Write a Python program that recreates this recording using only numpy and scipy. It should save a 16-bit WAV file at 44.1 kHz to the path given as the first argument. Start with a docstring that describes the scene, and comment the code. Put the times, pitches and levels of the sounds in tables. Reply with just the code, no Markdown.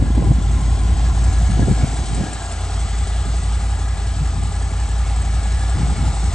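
"""A motorcycle exhaust booms with a loping idle under hard wind buffets, close to a hand-held camera's two ports.
The camera walks round the four-cylinder engine on a concrete yard: behind, rear quarter, beside, close beside.
The exhaust sums multiples of the rate of engine-cycle pairs, with silencer rings and a low rumble. Clicks timed
by the cycle drive resonances and hiss for cases and valve gear; a cover plate whines. Wind is lumpy filtered
noise, and each hard buffet is a short swing of pressure."""
import sys
import numpy as np
from scipy import signal
from scipy.fft import rfft, irfft
from scipy.io import wavfile
from scipy.ndimage import uniform_filter1d, map_coordinates

SR = 44100
rng = np.random.default_rng(int(sys.argv[2]) if len(sys.argv) > 2 else 0)


def generate_wav(sig):
    """Save sig (samples, or channels by samples) to the path in sys.argv[1] as 16-bit PCM at SR."""
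    pcm = np.round(np.clip(np.atleast_2d(sig).T, -1, 1) * 32767).astype(np.int16)
    wavfile.write(sys.argv[1], SR, pcm)


N = 279594

# Place of the camera: behind, at the rear quarter, beside and close beside the engine [t/s]
VIEW_TIMES = [0.598, 1.601, 3.201, 5.298]

# Breeze between gusts [t/s, level/dB before the low band's lift in wind()]
BREEZE_LEVEL = [(0, -27), (1.4, -27), (2.0, -26), (2.5, -31), (3.3, -34), (5.5, -33), (6.34, -30.5)]
BREEZE_BRIGHT_DB = -10  # bright band relative to the low band
# Gusts [start of full strength t/s, time held/s, level/dB as for the breeze, bright band re that level/dB]
GUST_EVENTS = [(0, 0.071, -20.5, -8), (0.18, 0.1, -19.5, -6.5), (0.275, 0.046, -17.5, -12),
               (1.5, 0.048, -19, -20), (1.604, 0.029, -16, -10), (1.675, 0.047, -17.5, -6.5),
               (1.802, 0.039, -21.5, -8), (2.11, 0.066, -21, -20), (2.186, 0.074, -20.5, -7),
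               (2.257, 0.097, -22.5, -12), (3.259, 0.025, -24, -19), (4.197, 0.04, -27.5, -25),
               (4.352, 0.15, -26, -30), (5.753, .18, -24, -10.5), (5.99, 0.11, -22, -14)]
GUST_RISE_S, GUST_FALL_S = 0.045, 0.03
# Shape of the wind's spectrum [f/Hz, level/dB]
WIND_SPECTRUM = [(25, -46), (45, 0), (70, 1.5), (110, 5), (200, -7), (300, -14.5), (500, -29), (900, -41),
                 (2000, -83.5)]
# Single hard buffets [t/s, swing level/dB, f/Hz, edge re swing/dB, half length/s]
BUFFETS = [(0.0255, -13.5, 230, -6, 0.0039), (.105, -12, 169, -14, 0.0023), (0.181, -15.5, 252, -6, 0.0055),
           (0.225, -20, 200, 5, 0.004), (0.264, -24, 218, -13, 0.0038), (0.319, -13, 180, -3, 0.0035),
           (.387, -15, 192, -16, 0.004), (1.53, -19, 150, -10, 0.0049), (1.575, -19, 298, -23, 0.0022),
           (1.596, -9.5, 202, -4.5, 0.0045), (1.65, -28, 110, -16, 0.0068), (1.684, -20.5, 370, 4, 0.0068),
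           (1.699, -22.5, 523, -14, 0.0033), (1.714, -12, 166, -12, 0.0021),
           (1.837, -9.5, 110, -9.5, 0.0087), (1.845, -9.5, 172, -9, 0.0026),
           (2.135, -16.5, 134, -21, 0.0069), (2.211, -13, 193, -8, 0.0042), (4.219, -16.5, 144, -20, .011),
           (5.832, -17, 176, -14, 0.0041), (5.926, -19, 170, -9, 0.0045), (6.039, -24, 170, -9, 0.0046),
           (6.241, -19, 150, -14, 0.0075)]
BUFFET_EDGE_S, BUFFET_LAG_S = 0.0005, 0.00026  # half length of the edge; delay between the ports
# Drops of the bass, each just after a hard buffet [t/s, depth/dB]
BASS_DROPS = [(1.85, -3.5), (2.225, -8)]
DROP_FALL_S, DROP_HOLD_S, DROP_BACK_S = 0.016, 0.32, 0.22

# Echo off the concrete [t/s, delay/s]
GROUND_DELAY = [(0, 0.0027), (1.5, 0.0014), (2.3, 0.0012), (3, 0.0017), (6.34, 0.0014)]
GROUND_SHARE = 0.07
# The two ports: likeness [f/Hz, 0 to 1], left over right [f/Hz, level/dB], lead of the left [f/Hz, phase/rad]
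PORT_LIKENESS = [(60, 0.67), (120, 0.67), (250, 1), (520, 0.94), (1060, 0.9), (2170, 0.73), (4440, 0.99),
                 (9100, 0.61)]
PORT_BALANCE = [(60, 0.76), (210, 1.4), (740, 1.1), (2590, 2.4), (9100, 1)]
PORT_LEAD = [(0, -2.6), (1720, 0.81), (2330, 0.3), (4910, 1.34), (6720, 0.26), (7580, 0.78), (8870, -1.13),
             (9300, -2.5)]
BAND_LIMIT_HZ = 9700

# Idle speed, hunting up and down [t/s, pairs of engine cycles per second]
IDLE_SPEED = [(0, 5.516), (0.3, 5.529), (0.5, 5.408), (1, 5.585), (1.4, 5.549), (2.1, 5.422), (2.3, 5.535),
              (2.55, 5.286), (3.15, 5.544), (3.65, 5.593), (3.95, 5.456), (4.2, 5.505), (4.55, 5.337),
              (4.9, 5.579), (5.2, 5.529), (5.7, 5.679), (6.34, 5.431)]
START_TURN = -.280  # place in the pair of cycles, in turns

# Blows within one engine cycle, per mechanism [place/turn, mean level/dB]
FIRING_BLOWS = [(.05, 0), (.47, -5), (.68, -5)]
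EXHAUST_POPS = [(.05, 0), (.35, -5), (.63, 0)]
CASE_KNOCKS = [(.02, -1), (.365, 0), (.5, -8), (.72, -8), (.87, -9)]
LOWER_CASE_KNOCKS = [(0, 0), (.43, -7), (.84, -1)]
GEAR_MESHES = [(.03, 0), (.13, -2), (.32, 1), (.45, -9), (.66, -3)]
VALVE_TAPS = [(.09, 0), (.16, -4), (.27, -9), (.38, -4), (.5, -6), (.72, -7), (.9, -7)]

# Ring of a cover plate [t/s, level/dB, f/Hz]
COVER_WHINE = [(0, -47, 1664), (.7, -54.5, 1651), (1.2, -44, 1674), (1.8, -44, 1668), (2.0, -52, 1651),
               (2.3, -42, 1656), (2.75, -54, 1632), (3.2, -48.5, 1665), (4.1, -46.5, 1670),
               (4.4, -51, 1700), (4.9, -48, 1688), (5.7, -44, 1700), (6.34, -58, 1692)]

# Nearness of the engine [t/s, level of the cases/dB, treble re cases/dB]
ENGINE_NEARNESS = [(0, -37.5, -5), (.9, -35, -3.5), (1.85, -34, -1.5), (2.56, -35, -1.5), (3.81, -35.5, -3),
                   (4.45, -37, -1.5), (5, -35, -3.5), (5.69, -34, -3.5), (6.34, -34, -1.5)]
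# Shape of the rattle and hiss spectrum [f/Hz, level per Hz/dB]
CLATTER_SPECTRUM = [(300, -19.5), (420, -11), (550, -9), (680, -9), (800, -2), (920, -5.5), (1230, -7),
                    (1400, -11.5), (1560, -11), (1900, -11), (2090, -11), (2300, -13), (2700, -14),
                    (3900, -12), (5370, -15), (6980, -14), (7700, -8), (9550, -18.5), (12000, -72.5)]
# Ringing of cases, then of valve gear [f/Hz, width/Hz, mean level/dB at each of the four camera places]
CASE_RINGS = [(706, 160, -12, -10.5, -11, -23), (1018, 58, -6.5, -16.5, -26.5, -25),
              (1198, 100, -34.5, -19, -11, -14.5), (1340, 100, -12.5, -10.5, -17.5, -14.5),
              (1943, 70, -18.5, -34, -14, -25.5), (2196, 63, -35, -15, -26, -16)]
VALVE_RINGS = [(2970, 82, -23, -21.5, -18.5, -24), (3190, 27, -16, -19, -19, -21),
               (3460, 52, -15, -27.5, -15.5, -24.5), (5200, 25, -26, -40, -32.5, -22),
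               (6540, 120, -18, -16, -28, -25.5), (8050, 40, -24.5, -24, -29, -23)]
# Ring of a tappet before its soft start [f/Hz, level/dB, t60/s]
TAPPET_RING = [(8140, -4, 0.04), (7494, 1.5, 0.019), (7200, 2, 0.0091), (8940, -10.5, 0.043),
               (7850, -26, 0.014)]
# Sharpest valve ticks, before ground and ports [t/s, peak level/dB]
SHARP_TICKS = [(0.614, -30), (1.2408, -28), (1.8726, -31), (1.941, -28), (2.146, -24.5), (2.3312, -22),
               (2.5206, -26), (3.706, -29), (4.621, -32), (5.218, -28), (5.696, -27), (5.8726, -38),
               (6.1494, -29)]
# Main resonance of the cases before its waver [t/s, f/Hz]
CASE_RESONANCE = [(0, 800), (1, 780), (1.8, 745), (2.5, 770), (3.2, 800), (6.34, 800)]
LOWER_HZ, LOWER_DB = 678, -6  # its weaker companion: f before the waver, level re main
# Hollow note at each firing [level/dB at each of the four camera places]
AIRBOX_LEVEL = [-27.5, -14.5, -8, -10.5]
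AIRBOX_HZ = 406.7

# Exhaust [t/s, boom peak/dB before bass drops, lope: sign is the harder cycle and size how hard, upper re boom/dB]
EXHAUST_COURSE = [(0, -13.5, 0.69, -14), (.6, -13.5, 0.62, -9.5), (1.4, -12, 0.74, -12.5),
                  (1.75, -16.5, 1, -11), (2.2, -17, 0.97, -10), (2.6, -16, -0.29, 1), (2.9, -18, -0.92, -9),
                  (3.6, -15.5, -0.56, -9.5), (4.05, -19, -0.82, -6.5), (4.25, -16.5, -0.63, -5),
                  (4.47, -20, -1, -1.5), (5.0, -15.5, -0.6, -11), (5.65, -15, -0.45, -9.5),
                  (5.9, -18, -1.45, -21), (6.34, -16, -0.65, -3)]
BOOM_ORDER, UPPER_ORDER = 10, 16  # multiples of the pair rate
# Spectrum of the hard firing [multiple of the pair rate, level re boom/dB; odd ones before the lope]
KICK_SPECTRUM = [(6, -34), (7, -25), (9, -16), (11, -5), (12, -12), (13, -11), (14, -28), (15, -18),
                 (17, -22), (18, -25), (22, -28), (32, -27)]
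KICK_TURN, KICK_LAG = -.143, .8  # place in the pair of cycles in turns; lag in radians
# Spectral shape of the steady low rumble under the boom [f/Hz, level/dB]
RUMBLE_SPECTRUM = [(30, -24.5), (45, 2.5), (60, -6.5), (75, 10), (110, 0), (200, -23), (400, -37)]
RUMBLE_DB = -20  # rms re boom peak
# Silencer rings after a blow, before their soft start [f/Hz, level re boom/dB, t60/s]
SILENCER_RINGS = [(140.5, -6, 0.052), (204, -17, 0.018)]


def gain_of(db):
    """Decibels to a factor."""
    return 10 ** (np.asarray(db) / 20)


def evened(x):
    """Scales to rms 1."""
    return x / np.sqrt(np.mean(x ** 2) + 1e-20)


def read(points, hz):
    """Reads a spectrum table on a log-frequency axis."""
    f, value = np.transpose(points)
    return np.interp(np.log(hz + 1), np.log(f + 1), value)


def curves(rows):
    """Each column of a table as a value per sample."""
    s, *columns = np.transpose(rows)
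    return [np.interp(np.arange(N) / SR, s, c) for c in columns]


def at_views(db):
    """Interpolates levels between the four places of the camera."""
    return np.interp(np.arange(N) / SR, VIEW_TIMES, db)


def band(x, order, hz, kind="low"):
    """Keeps what lies below hz, or above it for kind "high"."""
    return signal.sosfilt(signal.butter(order, hz, kind, fs=SR, output="sos"), x)


def colour(x, points):
    """Filters by a dB spectrum."""
    return irfft(rfft(x) * gain_of(read(points, np.fft.rfftfreq(N, 1 / SR))), N)


def lumps(hz):
    """Slow chance of rms 1 that changes up to about hz times a second."""
    return evened(band(rng.standard_normal(N), 2, hz))


def plateau(start, rise_s, hold_s, fall_s):
    """0 to 1, held, and back to 0."""
    return np.interp(np.arange(N) / SR, start + np.cumsum([0, rise_s, hold_s, fall_s]), [0, 1, 1, 0])


def resonate(x, hz, width):
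    """A resonance that follows the curve hz: shifts it down to zero, smooths, and shifts back."""
    turn = np.exp(2j * np.pi * np.cumsum(hz * np.ones(len(x))) / SR)
    r = np.exp(-np.pi * width / SR)
    return 2 * (turn * signal.lfilter([1 - r], [1, -r], x / turn)).real


def note(hits, hz, width):
    """A steep two-pass resonance: a short soft note after a click, a fuzzy line on rattle."""
    return evened(resonate(resonate(hits, hz, width), hz, width))


def ringing(drive, table):
    """Resonances whose strength wavers and changes with the place of the camera."""
    total = 0
    for hz, width, *db in table:
        level = gain_of(at_views(db) + .7 * lumps(0.75))
        total = total + level * note(drive, hz, 1.77 * width)  # wider, as two passes narrow it
    return total


def modes(table, rise_s):
    """The ring of a struck thing: decaying sines with a soft start."""
    t = np.arange(4000) / SR
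    ring = sum(gain_of(db - 60 * t / t60) * np.sin(2 * np.pi * hz * t) for hz, db, t60 in table)
    return (1 - np.exp(-t / rise_s)) * ring


def blows(turns, table, spread_db):
    """A click of chance size each time the engine cycle passes one of the blows."""
    clicks = np.zeros(N)
    for turn, db in table:
        at = np.flatnonzero(np.diff(np.floor(2 * turns - turn)))  # two engine cycles per turn of the pair
        clicks[at] = gain_of(db + spread_db * np.tanh(rng.standard_normal(len(at))))
    return clicks


def burst(clicks, decay_s):
    """A quick rise and an exponential fall after each click."""
    t = np.arange(4000) / SR
    return signal.oaconvolve(clicks, (1 - np.exp(-t / 0.01)) * np.exp(-t / decay_s))[:N]


def ground(x):
    """The echo off the concrete combs the rattle; the comb shifts as the camera moves."""
    delay_s, = curves(GROUND_DELAY)
    late = map_coordinates(x, [np.arange(N) - delay_s * SR], order=3)
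    return (x + GROUND_SHARE * late) / np.sqrt(1 + GROUND_SHARE ** 2)


def ports(x):
    """Two microphone ports: a balance, a phase lead, and a share scattered by the yard whose phase drifts."""
    hz, _, z = signal.stft(x, SR, nperseg=256)
    same = np.clip(read(PORT_LIKENESS, hz), 0, 1)[:, None]
    drift = uniform_filter1d(rng.standard_normal(z.shape), size=90, axis=1)  # smooth in time
    drift = evened(uniform_filter1d(drift, size=2, axis=0))  # and in frequency
    scattered = np.sqrt(1 - same ** 2) * np.exp(2.5j * drift)
    right = (same + scattered) * z * np.exp(-1j * read(PORT_LEAD, hz))[:, None]
    tilt = gain_of(read(PORT_BALANCE, hz) / 2)[:, None]  # half the balance on each port
    return signal.istft(np.array([z * tilt, right / tilt]), SR, nperseg=256)[1][:, :N]


def bass_dips():
    """The gain of the bass: it drops quickly, stays down and creeps back; overlapping drops add in dB."""
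    return gain_of(sum(db * plateau(s, DROP_FALL_S, DROP_HOLD_S, DROP_BACK_S) for s, db in BASS_DROPS))


def gusts():
    """Level of the low and of the bright wind: the stronger of breeze and gust at each moment."""
    low = gain_of(curves(BREEZE_LEVEL)[0])
    top = low * gain_of(BREEZE_BRIGHT_DB)
    for start, length, db, bright_db in GUST_EVENTS:
        shape = plateau(start - GUST_RISE_S, GUST_RISE_S, length, GUST_FALL_S) * gain_of(db)
        low = np.maximum(low, shape)
        top = np.maximum(top, shape * gain_of(bright_db))
    return low, top


def wind(shared=0.83):
    """Turbulence as lumpy low noise, partly unrelated at the two ports, with its own brightness per gust."""
    low_gain, top_gain = gusts()
    both, *own = (rng.standard_normal(N) * gain_of(2.0 * lumps(45)) for _ in range(3))
    both = band(both, 2, 90, "high")  # the deepest lumps are local to each port
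    air = np.sqrt(shared) * both + np.sqrt(1 - shared) * np.array(own)
    air = evened(colour(air, WIND_SPECTRUM))
    top = evened(band(air, 3, 300, "high"))
    low = gain_of(0.5) * band(air, 3, 300)  # lift of the low band
    return bass_dips() * low_gain * low + top_gain * top


def thumps():
    """Each buffet is a short swing of pressure with a sharp edge in its middle; the right port gets it first."""
    out = np.zeros((2, N))
    t = np.arange(-1000, 1000) / SR + np.array([[-.5], [.5]]) * BUFFET_LAG_S
    for s, db, hz, edge_db, half_s in BUFFETS:
        swing = np.exp(-(t / half_s) ** 2) * np.sin(2 * np.pi * hz * t)
        edge = 2 * t / BUFFET_EDGE_S * np.exp(-(t / BUFFET_EDGE_S) ** 2)
        start = round(s * SR) - 1000
        out[:, start:start + 2000] += gain_of(db) * (swing + gain_of(edge_db) * edge)
    return out


def whine(turns):
    """A thin wavering line with fuzz round it, kept ringing by the gears and swelling at each blow."""
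    db, hz = curves(COVER_WHINE)
    swell = 0.2 + burst(blows(turns, GEAR_MESHES, spread_db=0.5), 0.0074)
    wavering_hz = hz * (1 + 0.00788 * lumps(34.0))
    line = np.cos(2 * np.pi * np.cumsum(wavering_hz) / SR)
    fuzz = note(rng.standard_normal(N), hz, 110)
    return gain_of(db) * evened(swell * (line + 1.6 * fuzz))


def valve_gear(turns):
    """Hiss that swells after each blow, tappets that ring, and the sharpest ticks."""
    near_db, treble_db = curves(ENGINE_NEARNESS)
    taps = blows(turns, VALVE_TAPS, spread_db=3.5)
    ring = modes(TAPPET_RING, 0.0016)
    swell = 0.47 + burst(taps, 0.004)
    rustle = swell * gain_of(.5 * lumps(22.0)) * rng.standard_normal(N)
    hiss = evened(band(colour(rustle, CLATTER_SPECTRUM), 2, 2500, "high"))
    tappets = gain_of(-9.0) * evened(signal.oaconvolve(taps, ring)[:N])
    treble = evened(hiss + tappets + ringing(rustle, VALVE_RINGS))

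    s, db = np.transpose(SHARP_TICKS)
    sharp = np.zeros(N)
    sharp[np.round(s * SR).astype(int)] = gain_of(db)
    ticks = signal.oaconvolve(sharp, ring / abs(ring).max())[:N]
    return gain_of(near_db + treble_db) * treble + ticks


def cases(turns):
    """Each knock puts soft notes into the main resonances of the cases; rattle rings in the others."""
    hits = blows(turns, CASE_KNOCKS, spread_db=1.8)
    rattle = (.8 + .6 * burst(hits, 0.006)) * rng.standard_normal(N)
    body = evened(band(colour(rattle, CLATTER_SPECTRUM), 2, 2500))
    waver = 1 + 0.024 * lumps(19.0)  # the pitch of the notes wavers slightly
    putter = note(hits, curves(CASE_RESONANCE)[0] * waver, 75)
    lower_hits = blows(turns, LOWER_CASE_KNOCKS, spread_db=2.6)
    putter = putter + gain_of(LOWER_DB) * note(lower_hits, LOWER_HZ / waver, 40)
    firings = blows(turns, FIRING_BLOWS, spread_db=4.0)
    airbox = gain_of(at_views(AIRBOX_LEVEL)) * note(firings, AIRBOX_HZ, 55)
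    mix = body + gain_of(-4.0) * putter + airbox + ringing(rattle, CASE_RINGS)
    return gain_of(curves(ENGINE_NEARNESS)[0]) * evened(mix)


def exhaust(turns):
    """Two booming orders; the kick's odd orders change sign when it moves to the other cycle of the pair."""
    boom_db, lope, upper_db = curves(EXHAUST_COURSE)
    boom = np.cos(2 * np.pi * BOOM_ORDER * turns)
    upper = np.cos(2 * np.pi * UPPER_ORDER * turns + 0.76 * lumps(3.5))  # its phase wavers
    wave = boom + gain_of(upper_db) * upper
    for k, db in KICK_SPECTRUM:
        strength = gain_of(db) * (lope if k % 2 else 1)
        wave += strength * np.cos(2 * np.pi * k * (turns - KICK_TURN) - KICK_LAG)
    rumble = evened(colour(rng.standard_normal(N), RUMBLE_SPECTRUM))
    pops = signal.oaconvolve(blows(turns, EXHAUST_POPS, spread_db=4.5), modes(SILENCER_RINGS, 0.0067))[:N]
    return gain_of(boom_db) * (wave + pops + gain_of(RUMBLE_DB) * rumble)


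def scene():
    """Exhaust in the middle, the engine's rattle through the port pair, wind on top."""
    turns = START_TURN + np.cumsum(curves(IDLE_SPEED)[0]) / SR
    rattle = ports(ground(cases(turns) + valve_gear(turns)) + whine(turns))
    return bass_dips() * exhaust(turns) + wind() + rattle + thumps()


def record(dry):
    """The band limit: a steep low-pass."""
    low_pass = signal.firwin(511, BAND_LIMIT_HZ, window=("kaiser", 9), fs=SR)
    return signal.oaconvolve(dry, low_pass[None], "same")


dry = scene()
out = record(dry)
generate_wav(out)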